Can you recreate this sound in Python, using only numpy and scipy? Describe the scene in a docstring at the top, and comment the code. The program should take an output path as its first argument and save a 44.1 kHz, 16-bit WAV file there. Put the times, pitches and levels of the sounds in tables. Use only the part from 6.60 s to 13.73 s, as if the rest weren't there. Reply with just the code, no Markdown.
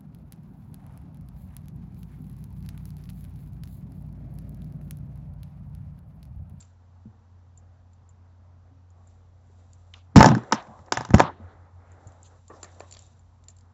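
"""A laptop lid is tilted close to its microphone: the hinge slips in loud knocks, noise bursts that drive
damped modes of the case, shell and bezel and overload the input. A child handles a small plastic toy in the
quiet carpeted room: its parts tick through high modes, and hands and elbows land in dull single modes.
Rubs and sleeves are coloured noise with moving levels. A drive hums as a wavering sine over the room's air.
Diffuse echoes follow the hits."""
import sys
import numpy as np
from scipy import signal
from scipy.fft import rfft, irfft
from scipy.io import wavfile
from scipy.ndimage import uniform_filter1d

SR = 44100
rng = np.random.default_rng(int(sys.argv[2]) if len(sys.argv) > 2 else 0)


def generate_wav(signal):
    """Clip the signal to [-1, 1] and save it as 16-bit WAV at the path in sys.argv[1]."""
    frames = np.transpose(np.atleast_2d(signal))
    scaled = np.clip(frames, -1, 1) * 32767
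    pcm = np.round(scaled).astype(np.int16)
    wavfile.write(sys.argv[1], SR, pcm)


def ratio(d):
    """dB to gain"""
    e = np.asarray(d, float) / 20
    return 10 ** e


N = 314433
T = np.arange(N) / SR  # time in seconds


def lid_knocks():
    """Modal excitation: each slip is a rough impact that rings the shell, the bezel and the hinge."""
    # Hinge slips and taps on the lid. Each row: start in seconds, force on the shell in dB,
    # treble force on bezel and hinge in dB.
    slips = [(3.337, -61.5, -51), (3.558, -16.5, -21), (3.563, -10.5, -13), (3.57, -15, -19),
             (3.579, -15.5, -21), (3.59, -17.5, -23), (3.596, -21.5, -24), (3.605, -6, -19),
             (3.609, -11.5, -28.5), (3.619, -15.5, -31.5), (3.627, -7.5, -14), (3.643, -7, -23),
             (3.658, -12.5, -12.5), (3.686, -20.5, -28), (3.715, -21.5, -41.5), (3.749, -26.5, -37),
             (3.779, -37.5, -47.5), (3.834, -44.5, -55), (3.911, -35.5, -71), (3.922, -15, -16),
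             (3.927, -20, -23.5), (4.321, -19, -17), (4.371, -19, -24.5), (4.407, -27.5, -38),
             (4.416, -44, -44), (4.449, -38, -36), (4.488, -43, -51), (4.504, -31.5, -42),
             (4.535, -27.5, -43), (4.54, -17, -26), (4.544, -13.5, -24.5), (4.582, -25, -32),
             (4.589, -26, -40), (4.595, -17, -22), (4.601, -7, -20.5), (4.638, -34, -47.5)]
    # Modes of the shell, the bezel and the hinge. Each row: frequency in Hz, gain in dB, T60 in seconds.
    shell_modes = [(417, -8, .02), (594, -10, 0.034), (762, -5, .05), (892, 0.5, .045), (993.6, 4.5, 0.019),
                   (1245, -1, 0.028), (1500, 0, 0.016), (1700, -10, 0.04), (1970, -21.5, 0.011)]
    bezel_modes = [(2470, -1.7, 0.0011), (3000, -0.37, 0.0033), (3700, -0.19, 0.0046)]
    hinge_modes = [(4520, -0.5, 0.0027), (5350, 3.5, 0.0046), (6030, 1.5, 0.0028), (6800, -4.5, 0.0073)]
    nail_s, nail_db = 3.337, -31.5  # a fingernail touches the bezel
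    # faint creaks while the lid settles
    creaks = faint_events(4.02, 4.3, count=6, levels_db=[-57, -63], half_range_db=11)
    s, clack_db, treble_db = np.vstack([slips, creaks]).T

    clack_force = blows(s, clack_db, 0.0011, 1)
    clack = band(ring(clack_force, shell_modes), 250, 2200)

    snap_force = blows([*s, nail_s], [*treble_db, nail_db], 0.0021, 1)
    snap = band(ring(snap_force, bezel_modes), 1700, 3700)

    crack_force = blows(s, treble_db + 2, 0.0012, 0.99)
    crack = band(ring(crack_force, hinge_modes), 4000, 7900)
    return clack + snap + crack


def case_boom():
    """Forced vibration: short jolts and longer shaking drive the low modes of the whole case."""
    # Jolts through the case. Each row: start in seconds, force in dB, contact time constant in seconds.
    jolt_rows = [(3.560, -21.5, .0009), (3.569, -33.5, .00039), (3.575, -29.5, .0009), (3.594, -20, .0026),
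                 (4.37, -49, 0.0016), (4.505, -39, .00075), (4.540, -18, .0004), (4.545, -25.5, 0.00036),
                 (4.55, -28.5, 0.0009)]
    # Shudders as the lid moves. Each row: start in seconds, force in dB before the band-pass,
    # time held in seconds, fade in dB per second, centre frequency in Hz.
    shudder_rows = [(3.562, -30.5, 0.026, 250.5, 200), (3.625, -40, .01, 399.5, 300),
                    (3.65, -39, 0.029, 304, 200), (3.693, -42.5, 0.037, 500, 199.5),
                    (3.764, -49.5, 0.0097, 1203, 210), (3.927, -44.5, 0.0074, 894, 280),
                    (4.085, -66.5, 0.0062, 450, 140), (4.19, -71, .005, 379, 111),
                    (4.321, -56, 0.0098, 905, 253), (4.37, -58, 0.012, 239, 139),
                    (4.491, -61.5, .04, 300.5, 150), (4.58, -48, 0.033, 331, 200)]
    # Modes of the case. Each row: frequency in Hz, gain in dB, T60 in seconds.
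    case_modes = [(89, -6.5, 0.082), (122.5, -2.5, 0.14), (157, -7, 0.11), (214, 2, 0.043), (270, -5, 0.05),
                  (350, -14, 0.045)]
    rise_db_per_s = 2501
    edge_ratio = 1.745  # from the centre of the shaking to its band edges

    # a longer contact pushes more in all and favours the low modes
    jolts = sum(blows([s], [db], contact_s, 0) for s, db, contact_s in jolt_rows)
    tremor = rng.standard_normal(N)
    shake = 0
    for s, db, held_s, fade_db_per_s, hz in shudder_rows:
        before_s = np.maximum(s - T, 0)
        after_s = np.maximum(T - s - held_s, 0)
        level_db = db - rise_db_per_s * before_s - fade_db_per_s * after_s
        shake = shake + ratio(level_db) * band(tremor, hz / edge_ratio, hz * edge_ratio)
    return band(ring(shake - jolts, case_modes), 66, 580)


def toy():
    """Stiffness sets pitch: tiny parts tick high; the hollow body and the card under it answer lower."""
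    # Toy parts snapping. Each row: start in seconds, force of the tick in dB,
    # force of the hollow click in dB.
    snaps = [(0.003, -44, -47), (0.009, -48, -60), (0.025, -51, -48), (0.049, -55, -65), (0.974, -49, -62),
             (1.332, -69, -64), (1.49, -58, -79), (2.303, -57.5, -74), (2.472, -54.5, -76),
             (2.87, -68, -78), (3.131, -47.5, -53.5), (5.317, -50.5, -70), (5.47, -44, -57.5),
             (5.52, -57, -58), (5.629, -47.5, -64), (5.879, -48.5, -50.5), (6.029, -32, -33),
             (6.043, -43, -42.5), (6.197, -48.5, -52), (6.204, -55, -40.5), (6.31, -48, -43),
             (6.323, -42, -35.5), (6.338, -55, -43), (6.347, -59, -38), (6.368, -55.5, -38.5),
             (6.39, -46, -44), (6.421, -49.5, -60.5), (6.838, -55, -50.5), (6.883, -40.5, -42),
             (6.901, -51, -53), (6.965, -56, -56), (6.985, -57, -56), (7.008, -61, -56.5)]
    # The toy set down on the card; a fingertip is duller than plastic. 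Each row: start in seconds,
    # force in dB before the band-pass, contact time constant in seconds, top frequency in Hz.
    card_knocks = [(5.896, -40.5, 0.0085, 1500), (5.931, -46.5, 0.0058, 1290), (6.029, -44, 0.0014, 3000),
                   (6.038, -43, 0.0056, 2200), (6.204, -39, 0.001, 3000), (6.214, -45.5, 0.012, 1600),
                   (6.365, -53, 0.00098, 3000), (6.888, -61, 0.0022, 3000)]
    # Modes of the parts, the hollow body and the card. Each row: frequency in Hz, gain in dB, T60 in seconds.
    tick_modes = [(7150, 0, 0.027), (7350, 0, 0.015)]
    click_modes = [(3400, -14.5, 0.0057), (4570, 5.5, 0.0038), (5620, 3.5, 0.0023)]
    card_modes = [(462, -1, 0.012), (700, 6.5, 0.014), (1110, 9.5, 0.0092), (1420, -4, 0.0085),
                  (1775, -1, 0.037), (2360, 3, 0.0051)]
    # loose parts rattle faintly while the toy is turned on the card
    rattle = faint_events(6.1, 6.8, count=6, levels_db=[-61, -63], half_range_db=5)
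    s, tick_db, click_db = np.vstack([snaps, rattle]).T

    tick = band(ring(blows(s, tick_db, 0.001, 1.0), tick_modes), 6000, 9000)
    click = band(ring(blows(s, click_db, 0.0013, 0.64), click_modes), 1700, 6200)
    card_force = 0
    for at, db, contact_s, top_hz in card_knocks:
        card_force = card_force + band(blows([at], [db], contact_s, 0.99), 227, top_hz)
    return tick + click + ring(card_force, card_modes)


def thuds():
    """Impulse response of a damped resonator: each soft landing rings one dull mode."""
    # Hands and elbows landing on the carpet. Each row: start in seconds, force in dB,
    # frequency in Hz, T60 in seconds.
    landings = [(0.456, -42.5, 214, 0.13), (.47, -43.5, 112, 0.17), (2.111, -64, 270, 0.41),
                (2.898, -61, 403, 0.065), (4.8, -45.5, 224, 0.1), (5.464, -42, 109.7, 0.078)]
    return sum(ring(blows([s], [db], .00003, 0), [(hz, 0, t60)]) for s, db, hz, t60 in landings)


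def rubs():
    """Friction noise: each rub is a swell of grainy noise in one band."""
    # Short rubs and scrapes: fingers on card and carpet, the lid's hinge creaking, a scrape after a knock. #
    # Each row: start in seconds, length in seconds, # centre frequency in Hz, bandwidth in Hz, mean level at
    # the peak of the swell in dB.
    strokes = [(2.33, .14, 850, 500, -65), (3.33, .08, 5500, 2500, -67), (5.35, 0.33, 690, 200, -65),
               (6.017, 0.13, 1700, 900, -63.5), (3.327, 0.082, 910, 900, -59), (3.936, 0.35, 920, 398, -53),
               (4.868, 0.092, 3700, 1500, -74.5), (5.219, 0.18, 1700, 1500, -69.5),
               (5.629, 0.059, 3600, 2030, -63), (5.63, 0.071, 6960, 1500, -62),
               (5.922, 0.065, 5740, 1983, -67), (6.11, 0.096, 3780, 600, -79),
               (6.202, 0.35, 3760, 700, -72)]
    out = 0
    for s, length_s, hz, width_hz, db in strokes:
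        swell = np.sin(np.pi * np.clip((T - s) / length_s, 0, 1)) ** 1.7
        grain = unit(band(rng.standard_normal(N), hz - width_hz / 2, hz + width_hz / 2))
        out = out + ratio(db + 0.85 * walk(120)) * swell * grain
    return out


def rustle():
    """Friction noise of cloth: two coloured noises flicker in level, the higher one faster."""
    # Sleeves and hands over carpet. Each row: time in seconds, mean level of the low swish in dB,
    # mean level of the high swish in dB.
    swishes = [(0, -69.5, -57), (.16, -71.5, -81.5), (2.28, -69.5, -85), (2.51, -70, -70.5),
               (2.72, -72, -82.5), (2.95, -67.5, -70.5), (3.389, -72.5, -72.5), (3.53, -63, -83),
               (3.8, -48.5, -63.5), (4.31, -60.5, -69.5), (4.7, -69, -86), (4.866, -56, -73.5),
               (5.1, -61, -80.5), (5.449, -57.5, -69), (5.72, -61, -68), (5.87, -74.5, -70.5),
               (5.961, -56.5, -62.5), (6.438, -66, -61), (6.65, -69.5, -76.5), (7.13, -72, -78.5)]
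    # Colours of the low and the high swish. Each row: frequency in Hz, relative density in dB per Hz.
    low_colour = [(150, -14), (300, -6.5), (700, -1.5), (1100, -8), (2000, -19), (3000, -43.5)]
    high_colour = [(1500, -24), (2500, -6), (3300, -7), (3800, 0), (4300, -5), (5200, -6), (6000, -0.5),
                   (6600, -4.5), (7200, 3), (7900, -1)]
    s, low_db, high_db = np.transpose(swishes)
    cloth = noise(low_colour)
    # each band of the low swish also wavers on its own
    patchy = 0
    for hz in 250 * 1.6 ** np.arange(6):
        patchy = patchy + band(cloth, hz / 1.3, hz * 1.3) * ratio(1.5 * walk(6))
    low = unit(patchy) * ratio(np.interp(T, s, low_db) + 1.8 * walk(19))
    high = noise(high_colour) * ratio(np.interp(T, s, high_db) + 1.3 * walk(84))
    return low + high


def drive_hum():
    """Periodic rotation gives a near-pure tone; its level throbs, and a faint higher tone flickers."""
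    # The hum sinks while the lid is moved. Each row: time in seconds, mean rms level in dB.
    hum_levels = [(0, -52), (3.5, -52.5), (3.85, -65), (4.4, -59.5), (4.749, -53.5), (4.84, -47.5),
                  (4.921, -56.5), (5.2, -50.5), (5.701, -53.5), (7.1, -55)]
    spindle_hz, higher_hz, higher_db = 88.8, 223.5, -77
    # the released lid wobbles and the hum throbs with it
    wobble_hz, wobble_peak_s, wobble_db = 6.35, 5.168, 5.5
    wobble_from_s, wobble_to_s, wobble_fade_s = 4.5, 5.6, .1

    s, db = np.transpose(hum_levels)
    fade_in = np.tanh((T - wobble_from_s) / wobble_fade_s)
    fade_out = np.tanh((T - wobble_to_s) / wobble_fade_s)
    swing = (fade_in - fade_out) / 2
    throb_db = wobble_db * swing * np.cos(2 * np.pi * wobble_hz * (T - wobble_peak_s))
    phase = 2 * np.pi * spindle_hz * T + .1 * walk(3)
    spindle = ratio(np.interp(T, s, db) + throb_db + 1.1 * walk(10)) * np.sin(phase)
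    higher_phase = 2 * np.pi * higher_hz * T + 1.8 * walk(5)
    higher = ratio(higher_db + 3 * walk(13)) * np.sin(higher_phase)
    return np.sqrt(2) * (spindle + higher)  # a sine's peak is root 2 times its rms


def room_air():
    """Stationary noise: the quiet room keeps one spectrum and level, strongest in the bass."""
    # Colour of the air. Each row: frequency in Hz, relative density in dB per Hz.
    air_colour = [(20, -37), (35, -19.5), (54, -3), (70, -11), (90, -12), (130, -8.5), (170, -21.5),
                  (250, -18.5), (333, -35), (530, -34), (970, -29), (1300, -35.5), (2200, -46.5),
                  (6200, -49), (8100, -60)]
    return ratio(-59.5) * noise(air_colour)


def echoes(hits):
    """Diffuse reverberation: in each band, noise carries the decaying energy of the hits."""
    # Each row: low edge in Hz, high edge in Hz, T60 in seconds, echo level in dB before the early drop,
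    # time of the drop after the hit in seconds.
    decays = [(150, 460, 0.43, -21, 0.26), (600, 1200, 0.44, -11.5, 0.102), (1200, 2000, 0.3, -15, 0.14),
              (2200, 4100, 0.83, -10, .085), (4100, 5200, 0.48, -18, 0.036), (5000, 6200, .35, -9, 0.035),
              (6250, 7700, .3, -9.5, 0.024)]
    late_db = -18  # drop of the tail
    t = T[:SR // 2]
    out = 0
    for low_hz, high_hz, t60, db, heard_s in decays:
        fade = np.exp(-np.log(1000) * t / t60) * (1 - np.exp(-t / .003))
        drop_db = late_db / (1 + np.exp((heard_s - t) / .002))
        fade = fade / np.sqrt(np.sum(fade ** 2)) * ratio(db + drop_db)
        power = signal.fftconvolve(band(hits, low_hz, high_hz) ** 2, fade ** 2)[:N]
        carrier = unit(band(rng.standard_normal(N), low_hz, high_hz))
        out = out + np.sqrt(np.abs(power)) * carrier
    return out


def blows(s, db, contact_s, rough):
    """Contact force: an equal-energy push swells and fades at each time; a rough contact chatters."""
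    hits = np.zeros(N)
    np.add.at(hits, (np.asarray(s) * SR).astype(int), ratio(np.asarray(db)))
    u = np.arange(1, int(8 * contact_s * SR) + 3) / (contact_s * SR)
    push = u * np.exp(-u)
    rough = np.clip(rough, 0, 1)
    shape = signal.fftconvolve(hits, push / np.sqrt(np.sum(push ** 2)))[:N]
    return shape * (1 - rough + rough * rng.standard_normal(N))


def ring(force, modes):
    """Modal superposition: a force drives a sum of exponentially damped sines."""
    out = 0
    for hz, db, t60 in modes:
        pole = np.exp((2j * np.pi * hz - np.log(1000) / t60) / SR)
        out = out + ratio(db) * signal.lfilter([1], [1, -pole], force).imag
    return out


def faint_events(from_s, to_s, count, levels_db, half_range_db):
    """Random excitation: small events at uniformly random times, with uniformly scattered levels."""
    chance = rng.random((count, 1 + len(levels_db)))
    s = from_s + (to_s - from_s) * chance[:, 0]
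    return np.c_[s, np.add(levels_db, half_range_db * (2 * chance[:, 1:] - 1))]


def noise(spectrum):
    """Spectral shaping: white noise takes the colour of (Hz, dB) points, at rms 1."""
    hz, db = np.transpose(spectrum)
    f = np.arange(N // 2 + 1) * SR / N + 1
    gain = ratio(np.interp(np.log(f), np.log(hz), db))
    return unit(irfft(rfft(rng.standard_normal(N)) * gain, N))


def walk(rate):
    """Slow random modulation: levels held 1 / rate seconds and smoothed twice, at rms 1."""
    k = int(SR / rate)
    held = np.repeat(rng.standard_normal(N // k + 1), k)
    return unit(uniform_filter1d(uniform_filter1d(held, k), k)[:N])


def band(x, low_hz, high_hz):
    """Band limitation: a steep Butterworth band-pass."""
    return signal.sosfilt(signal.butter(3, [low_hz, high_hz], "band", fs=SR, output="sos"), x)


def unit(x):
    """Normalisation to rms 1."""
    return x / np.sqrt(np.mean(x ** 2))


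def scene():
    """Linear superposition: the hits and their echoes add to the rubs, cloth, hum and air."""
    hits = lid_knocks() + case_boom() + toy() + thuds()
    return (hits + echoes(hits) + rubs() + rustle() + drive_hum() + room_air())[None]


def roll_off(x):
    """The treble ends steeply here."""
    return signal.sosfilt(signal.butter(12, 8280, fs=SR, output="sos"), x)


def record(dry):
    """Overload: the input cuts deep bass and clips; a steep treble cut makes ripples that clip again."""
    low_hz, top_hz, overload = 42.5, 7520, 1.05  # overload as peak amplitude
    bass_cut = signal.butter(2, low_hz, "high", fs=SR, output="sos")
    treble_cut = signal.ellip(6, .5, 45, top_hz, fs=SR, output="sos")
    clipped = np.clip(signal.sosfilt(bass_cut, dry), -overload, overload)
    rounded = signal.sosfilt(treble_cut, clipped)
    return roll_off(np.clip(rounded, -1, 1))


dry = scene()
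out = record(dry)
generate_wav(out)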